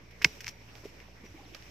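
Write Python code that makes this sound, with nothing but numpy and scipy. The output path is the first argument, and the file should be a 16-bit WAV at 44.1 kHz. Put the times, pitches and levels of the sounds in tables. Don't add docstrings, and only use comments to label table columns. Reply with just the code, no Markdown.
import sys
import numpy as np
from scipy import signal
from scipy.fft import rfft, irfft, next_fast_len
from scipy.io import wavfile

SR = 44100
rng = np.random.default_rng(int(sys.argv[2]) if len(sys.argv) > 2 else 0)


def how_loud(loudness_db):
    steps = np.asarray(loudness_db, float) / 20
    return 10 ** steps


def digitize_waveform(pressure):
    field = np.atleast_2d(pressure).T
    bounded = np.clip(field, -1, 1)
    quanta = np.round(bounded * 32767).astype(np.int16)
    wavfile.write(sys.argv[1], SR, quanta)


N = 74970

# hz, density_db [dB per Hz]
AIR_SPECTRUM = [(35, -35.5), (60, 1.5), (150, -6.5), (500, -10.5), (1200, -19), (4000, -28.5), (9000, -37),
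                (16000, -46)]
# time_s, lift_db
BREEZE = [(0, -2), (.17, 0), (.3, 5), (.55, -0.5), (0.799, 3), (1.051, 0), (1.2, -0.5), (1.35, 1), (1.5, 1),
          (1.7, 4)]
# hz, likeness [0 to 1]
AIR_LIKENESS = [(60, 1), (250, 0.8), (1000, 0.1), (3000, 0.17), (8000, 0.067), (14000, .1)]
# multiple [of the engine pitch], level_db, unsteadiness_db
ENGINE_ORDERS = [(1, -57, 0.5), (2, -63, 3.5), (3, -68.5, 2.5), (4, -92, 6), (5, -83, 2.5),
                 (7.5, -78.5, 8.5)]
# start_s, length_s, from_hz, to_hz, level_db
CHIRPS = [
    (1.42, .052, 5100, 2500, -69.5),
    (1.472, .036, 3300, 4400, -70),
]
# start_s, rise_s, fall_t60_s, level_db
SHUFFLES = [
    (.245, .004, .08, -40),
    (.70, .05, .6, -57),
    (.82, .02, .2, -58),
    (1.07, .015, .1, -60),
    (1.23, .01, .15, -58),
    (1.38, .03, .4, -62),
]
# start_s, pitch_hz, level_db, width_hz
KNOCKS = [(.219, 350, -48, 200), (.2465, 510, -32, 200), (.249, 320, -32, 120), (.254, 80, -40, 55),
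          (.2535, 165, -28, 100), (.838, 400, -46, 200), (.8535, 425, -35, 110), (1.085, 600, -50, 200),
          (1.235, 220, -40, 130), (1.24, 470, -48, 150), (1.29, 96, -48, 25), (1.342, 320, -45.5, 55),
          (1.375, 800, -56, 60), (1.388, 820, -51, 50), (1.4, 290, -49, 50), (1.405, 1050, -57, 80),
          (.476, 980, -46, 150), (.852, 270, -46, 120), (.856, 600, -48, 150), (1.254, 350, -47, 150),
          (1.43, 760, -56, 60), (1.455, 300, -51, 60), (1.548, 650, -48, 300), (1.549, 1250, -53, 120)]
# start_s, rise_s, fall_t60_s, level_db
CRUNCHES = [(.095, .015, .1, -56), (.2152, .004, .09, -40), (.224, .002, .07, -46),
            (.2435, .002, .045, -25), (.25, .01, .3, -46), (.32, .03, .3, -55), (.404, .004, .09, -42),
            (.428, .014, .08, -48), (.452, .015, .14, -44), (.479, .003, .1, -39), (.74, .02, .4, -53),
            (.835, .015, .17, -51), (.995, .008, .08, -55), (1.235, .02, .15, -55), (1.54, .008, .12, -47),
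            (1.61, .015, .1, -55)]
# peak_s, pitch_hz, body_db, bright_db, left_over_right_db
CONTACTS = [(.1108, 2220, -45, -77, -8), (0.2171, 1390, -25, -51, 1), (.2188, 2000, -36, -48, -6),
            (0.2205, 2500, -39, -44, 10), (0.2207, 2060, -24.5, -32.5, -2), (0.224, 2090, -33, -39, 4),
            (0.225, 2740, -27, -48, 3), (0.229, 2500, -32, -52, -2), (0.237, 2310, -38, -55, -3),
            (.2444, 2500, -27, -40, -1), (.24545, 2800, -11, -8, -1.5), (.24737, 2330, -1, -11, 1),
            (.2501, 2120, -32, -23.5, -7), (0.2524, 2008, -25, -42, -17), (0.4065, 1980, -42.5, -36, 5),
            (0.4059, 2540, -35, -46, 3), (0.4106, 2280, -40, -42, -4), (0.4119, 2500, -44, -48, 7),
            (0.4222, 2200, -48, -56, 0), (0.4446, 2240, -33, -32, 0), (0.4639, 2500, -46, -40, -14),
            (0.4683, 2160, -27, -28, 3), (.4800, 1860, -26.5, -26.5, 3), (0.4702, 2900, -44, -45, 0),
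            (0.4762, 2000, -44, -45, -2), (.4828, 2500, -58, -36, 11), (.4852, 2500, -58, -38, 0),
            (0.4874, 2500, -68, -34, -3), (0.49, 2900, -51, -32.5, 8), (.4936, 2420, -44, -34, 6),
            (0.754, 2900, -41, -43.5, -5), (0.859, 2880, -47, -51, -2), (1.0026, 2500, -41, -52, 5),
            (1.2585, 2500, -47, -66, 0), (1.265, 2060, -41, -53, 0), (1.5399, 2930, -43, -62, 5),
            (1.5477, 3100, -38, -38, -8), (1.549, 2200, -46, -51, -11), (1.551, 1400, -50, -42.5, -20),
            (1.5532, 2610, -41, -62, 5), (1.6245, 2800, -44.5, -46.5, -7)]
# hz, level_db, t60_s
BLADE_MODES = [(1166, -34.5, 0.061), (712, -35, 0.057), (1530, -17, 0.011), (2180, -41, .025),
               (2500, -38, 0.05), (2900, -49, .025), (3400, -31, 0.024), (5012, -29, .06), (5440, -61, .3),
               (6310, -36, .05), (7962, -54, 0.061), (587, -39, 0.035), (952, -25, 0.04)]
# start_s, pitch_hz, level_db, t60_s
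PINGS = [
    (.2490, 2210, -17, .028),
    (.26, 5766, -54, .35),
    (.472, 5770, -56, .3),
    (1.178, 1960, -56, .12),
    (1.24, 5770, -60, .06),
    (1.262, 5770, -57, .08),
    (1.285, 5770, -61, .1),
    (1.553, 2000, -58, .05),
    (1.563, 3050, -60, .08),
]
# hz, sharpness [Q], gain_db
MIC_PEAKS = [(1300, 2.7, -1), (2274, 1.49, 11), (5545, 3.46, 12), (9800, 3.6, -7.5), (13000, 2, 10)]


def place(s, size):
    out = np.full(N, 1e-18)
    at = np.clip((np.asarray(s) * SR).astype(int), 0, N - 1)
    np.add.at(out, at, size)
    return out


def rms_one(x):
    return x / np.sqrt(np.mean(x ** 2) + 1e-20)


def at_hz(points, hz):
    table_hz, value = np.transpose(points)
    return np.interp(np.log(hz), np.log(table_hz), value)


def drift(rate_hz):
    r = np.exp(-80 * np.pi * rate_hz / SR)
    noise = rng.standard_normal(N // 40 + 2002)
    slow = signal.lfilter([1], [1, -2 * r, r * r], noise)[2000:]
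    return np.interp(np.arange(N) / 40, np.arange(len(slow)), rms_one(slow))


def sieve(x, order, hz, kind):
    return signal.sosfilt(signal.butter(order, hz, kind, fs=SR, output="sos"), x)


def ring(clicks, hz, t60_s):
    r = how_loud(-60 / (t60_s * SR))
    w = 2 * np.pi * hz / SR
    return signal.lfilter([0, np.sin(w)], [1, -2 * r * np.cos(w), r * r], clicks)


def swell(clicks, hz, width_hz):
    t60_s = np.log(1000) / (np.pi * width_hz)
    twice = ring(ring(clicks, hz, t60_s), hz, t60_s)
    return twice * 2 * np.e * np.pi * width_hz / SR


def burst(t, hz, half_s):
    return np.exp(-(t / half_s) ** 2 / 2) * np.cos(2 * np.pi * hz * t)


def envelope(rows):
    t = np.arange(N) / SR
    total = 0
    for start_s, rise_s, fall_s, db in rows:
        rise = np.clip((t - start_s) / rise_s, 0, 1) ** 2
        fall_db = 60 * np.maximum(t - start_s - rise_s, 0) / fall_s
        total = total + rise * how_loud(db - fall_db)
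    return total


def air():
    level_db, patchy_db = -56, 2.5
    s, db = np.transpose(BREEZE)
    breeze_db = np.interp(np.arange(N) / SR, s, db)
    together = drift(4)
    edges = 30 * 2 ** np.arange(0, 9.3, 1 / 3)
    white = rng.standard_normal((2, 2, N + 8000))
    out = 0
    for k, (low, high) in enumerate(zip(edges, edges[1:])):
        mid, side = sieve(white[k % 2], 2, [low, high], "band")[:, -N:]
        hz = np.sqrt(low * high)
        alike = at_hz(AIR_LIKENESS, hz)
        patches = 0.25 * together + drift(15) * np.clip(2500 / hz, 0.3, 1)
        lift_db = breeze_db * np.clip(hz / 3000, 0.3, 1.5)
        gain = how_loud(at_hz(AIR_SPECTRUM, hz) + lift_db + patchy_db * patches)
        out = out + gain * (np.sqrt(1 + alike) * mid + np.sqrt(1 - alike) * side * [[1], [-1]])
    return how_loud(level_db) * rms_one(out)


def engine():
    pitch_hz, wander, lag_rad = 57.35, 0.001, 2.6
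    turns = np.cumsum(pitch_hz * (1 + wander * drift(3.5))) / SR
    hum = 0
    for order, db, wobble_db in ENGINE_ORDERS:
        strength = np.sqrt(2) * how_loud(db + wobble_db * drift(5.1))
        hum = hum + strength * np.cos(2 * np.pi * order * turns - lag_rad / order)
    return hum


def bird():
    bend = 1.9
    t = np.arange(N) / SR
    out = 0
    for start_s, length_s, from_hz, to_hz, db in CHIRPS:
        u = np.clip((t - start_s) / length_s, 0, 1)
        arch = np.sqrt(np.sin(np.pi * u) + 1e-12) * (u < 1) * (u > 0)
        hz = from_hz + (to_hz - from_hz) * u ** bend
        whistle = np.sin(2 * np.pi * np.cumsum(hz) / SR)
        out = out + how_loud(db + 2.1 * drift(60)) * arch * whistle
    return out


def shuffles():
    low_hz, high_hz = 260, 1000
    lumps = rng.standard_normal((2, N)) * envelope(SHUFFLES) * how_loud(11.5 + drift(40))
    mid, side = sieve(lumps, 2, [low_hz, high_hz], "band")
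    return mid + 0.24 * side * [[1], [-1]]


def knocks():
    return sum(how_loud(db) * swell(place([s], 1.0), hz, width_hz) for s, hz, db, width_hz in KNOCKS)


def grit():
    grains_per_s, spread_db, low_hz, alike = 2900, 5.5, 780, 0.25
    hits = rng.random((2, N)) < grains_per_s / SR
    sizes = how_loud(spread_db * np.minimum(rng.exponential(1, (2, N)), 3))
    grains = rms_one(hits * sizes * rng.choice([-1, 1], (2, N)))
    mid, side = grains * envelope(CRUNCHES) * how_loud(0.5 * drift(150))
    both = np.sqrt(0.5 + alike / 2) * mid + np.sqrt(0.5 - alike / 2) * side * [[1], [-1]]
    both = sieve(both, 2, low_hz, "high")
    return 0.62 * sieve(both, 1, 3500, "low") + 0.044 * both


def crack(t, hz, body_db, bright_db):
    body_s, bright_s, snap_s = 0.00023, 0.0002715, 0.00006
    edge_hz = np.array([[5810], [4860]])
    tick_db, snap_db = -21, 1
    edge = burst(t - bright_s, edge_hz, bright_s)
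    hiss = np.diff(rng.standard_normal((2, len(t) + 1)))
    tick = how_loud(tick_db) * hiss * burst(t, 0, body_s)
    snap = how_loud(snap_db) * burst(t, 4670, snap_s)
    return how_loud(body_db) * burst(t, hz, body_s) + how_loud(bright_db) * (edge + tick + snap)


def spade():
    cracks = np.zeros((2, N))
    span = np.arange(-150, 150)
    for s, hz, body_db, bright_db, pan_db in CONTACTS:
        at = int(s * SR) + span
        pan = how_loud(np.array([[pan_db / 2], [-pan_db / 2]]))
        cracks[:, at] += pan * crack(at / SR - s, hz, body_db, bright_db)
    s, _, body_db, _, _ = np.transpose(CONTACTS)
    blows = signal.lfilter(np.hanning(9) / 4, 1, place(s, how_loud(body_db)))
    modes = sum(how_loud(db) * ring(blows, hz, t60_s) for hz, db, t60_s in BLADE_MODES)
    pings = sum(how_loud(db) * ring(place([s], 0.76), hz, t60_s) for s, hz, db, t60_s in PINGS)
    return cracks - modes - pings


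def scene():
    lag_s = np.array([[1e-5], [0]])
    near = spade() * how_loud(-7.5) + knocks()
    size = next_fast_len(N + 64)
    hz = np.arange(size // 2 + 1) * SR / size
    near = irfft(rfft(near, size) * np.exp(-2j * np.pi * hz * lag_s), size)[:, :N]
    return near + grit() + shuffles() + bird() + engine() + air()


def low_pass(x):
    return signal.sosfilt(signal.butter(12, 17070, fs=SR, output="sos"), x)


def record(dry):
    left_db, low_cut_hz, top_hz, offset = -1.5, 55, 15600, 0.001
    x = dry * how_loud(np.array([[left_db / 2], [-left_db / 2]]))
    for hz, sharp, db in MIC_PEAKS:
        a = how_loud(db / 2)
        w = 2 * np.pi * hz / SR
        k = np.sin(w) / (2 * sharp)
        turn = -2 * np.cos(w)
        x = signal.lfilter([1 + k * a, turn, 1 - k * a], [1 + k / a, turn, 1 - k / a], x)
    x = sieve(x, 4, low_cut_hz, "high")
    x = signal.sosfilt(signal.ellip(10, 0.5, 60, top_hz, fs=SR, output="sos"), x)
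    mix = np.clip(x + offset, -0.99, 0.99)
    return low_pass(mix)


dry = scene()
out = record(dry)
digitize_waveform(out)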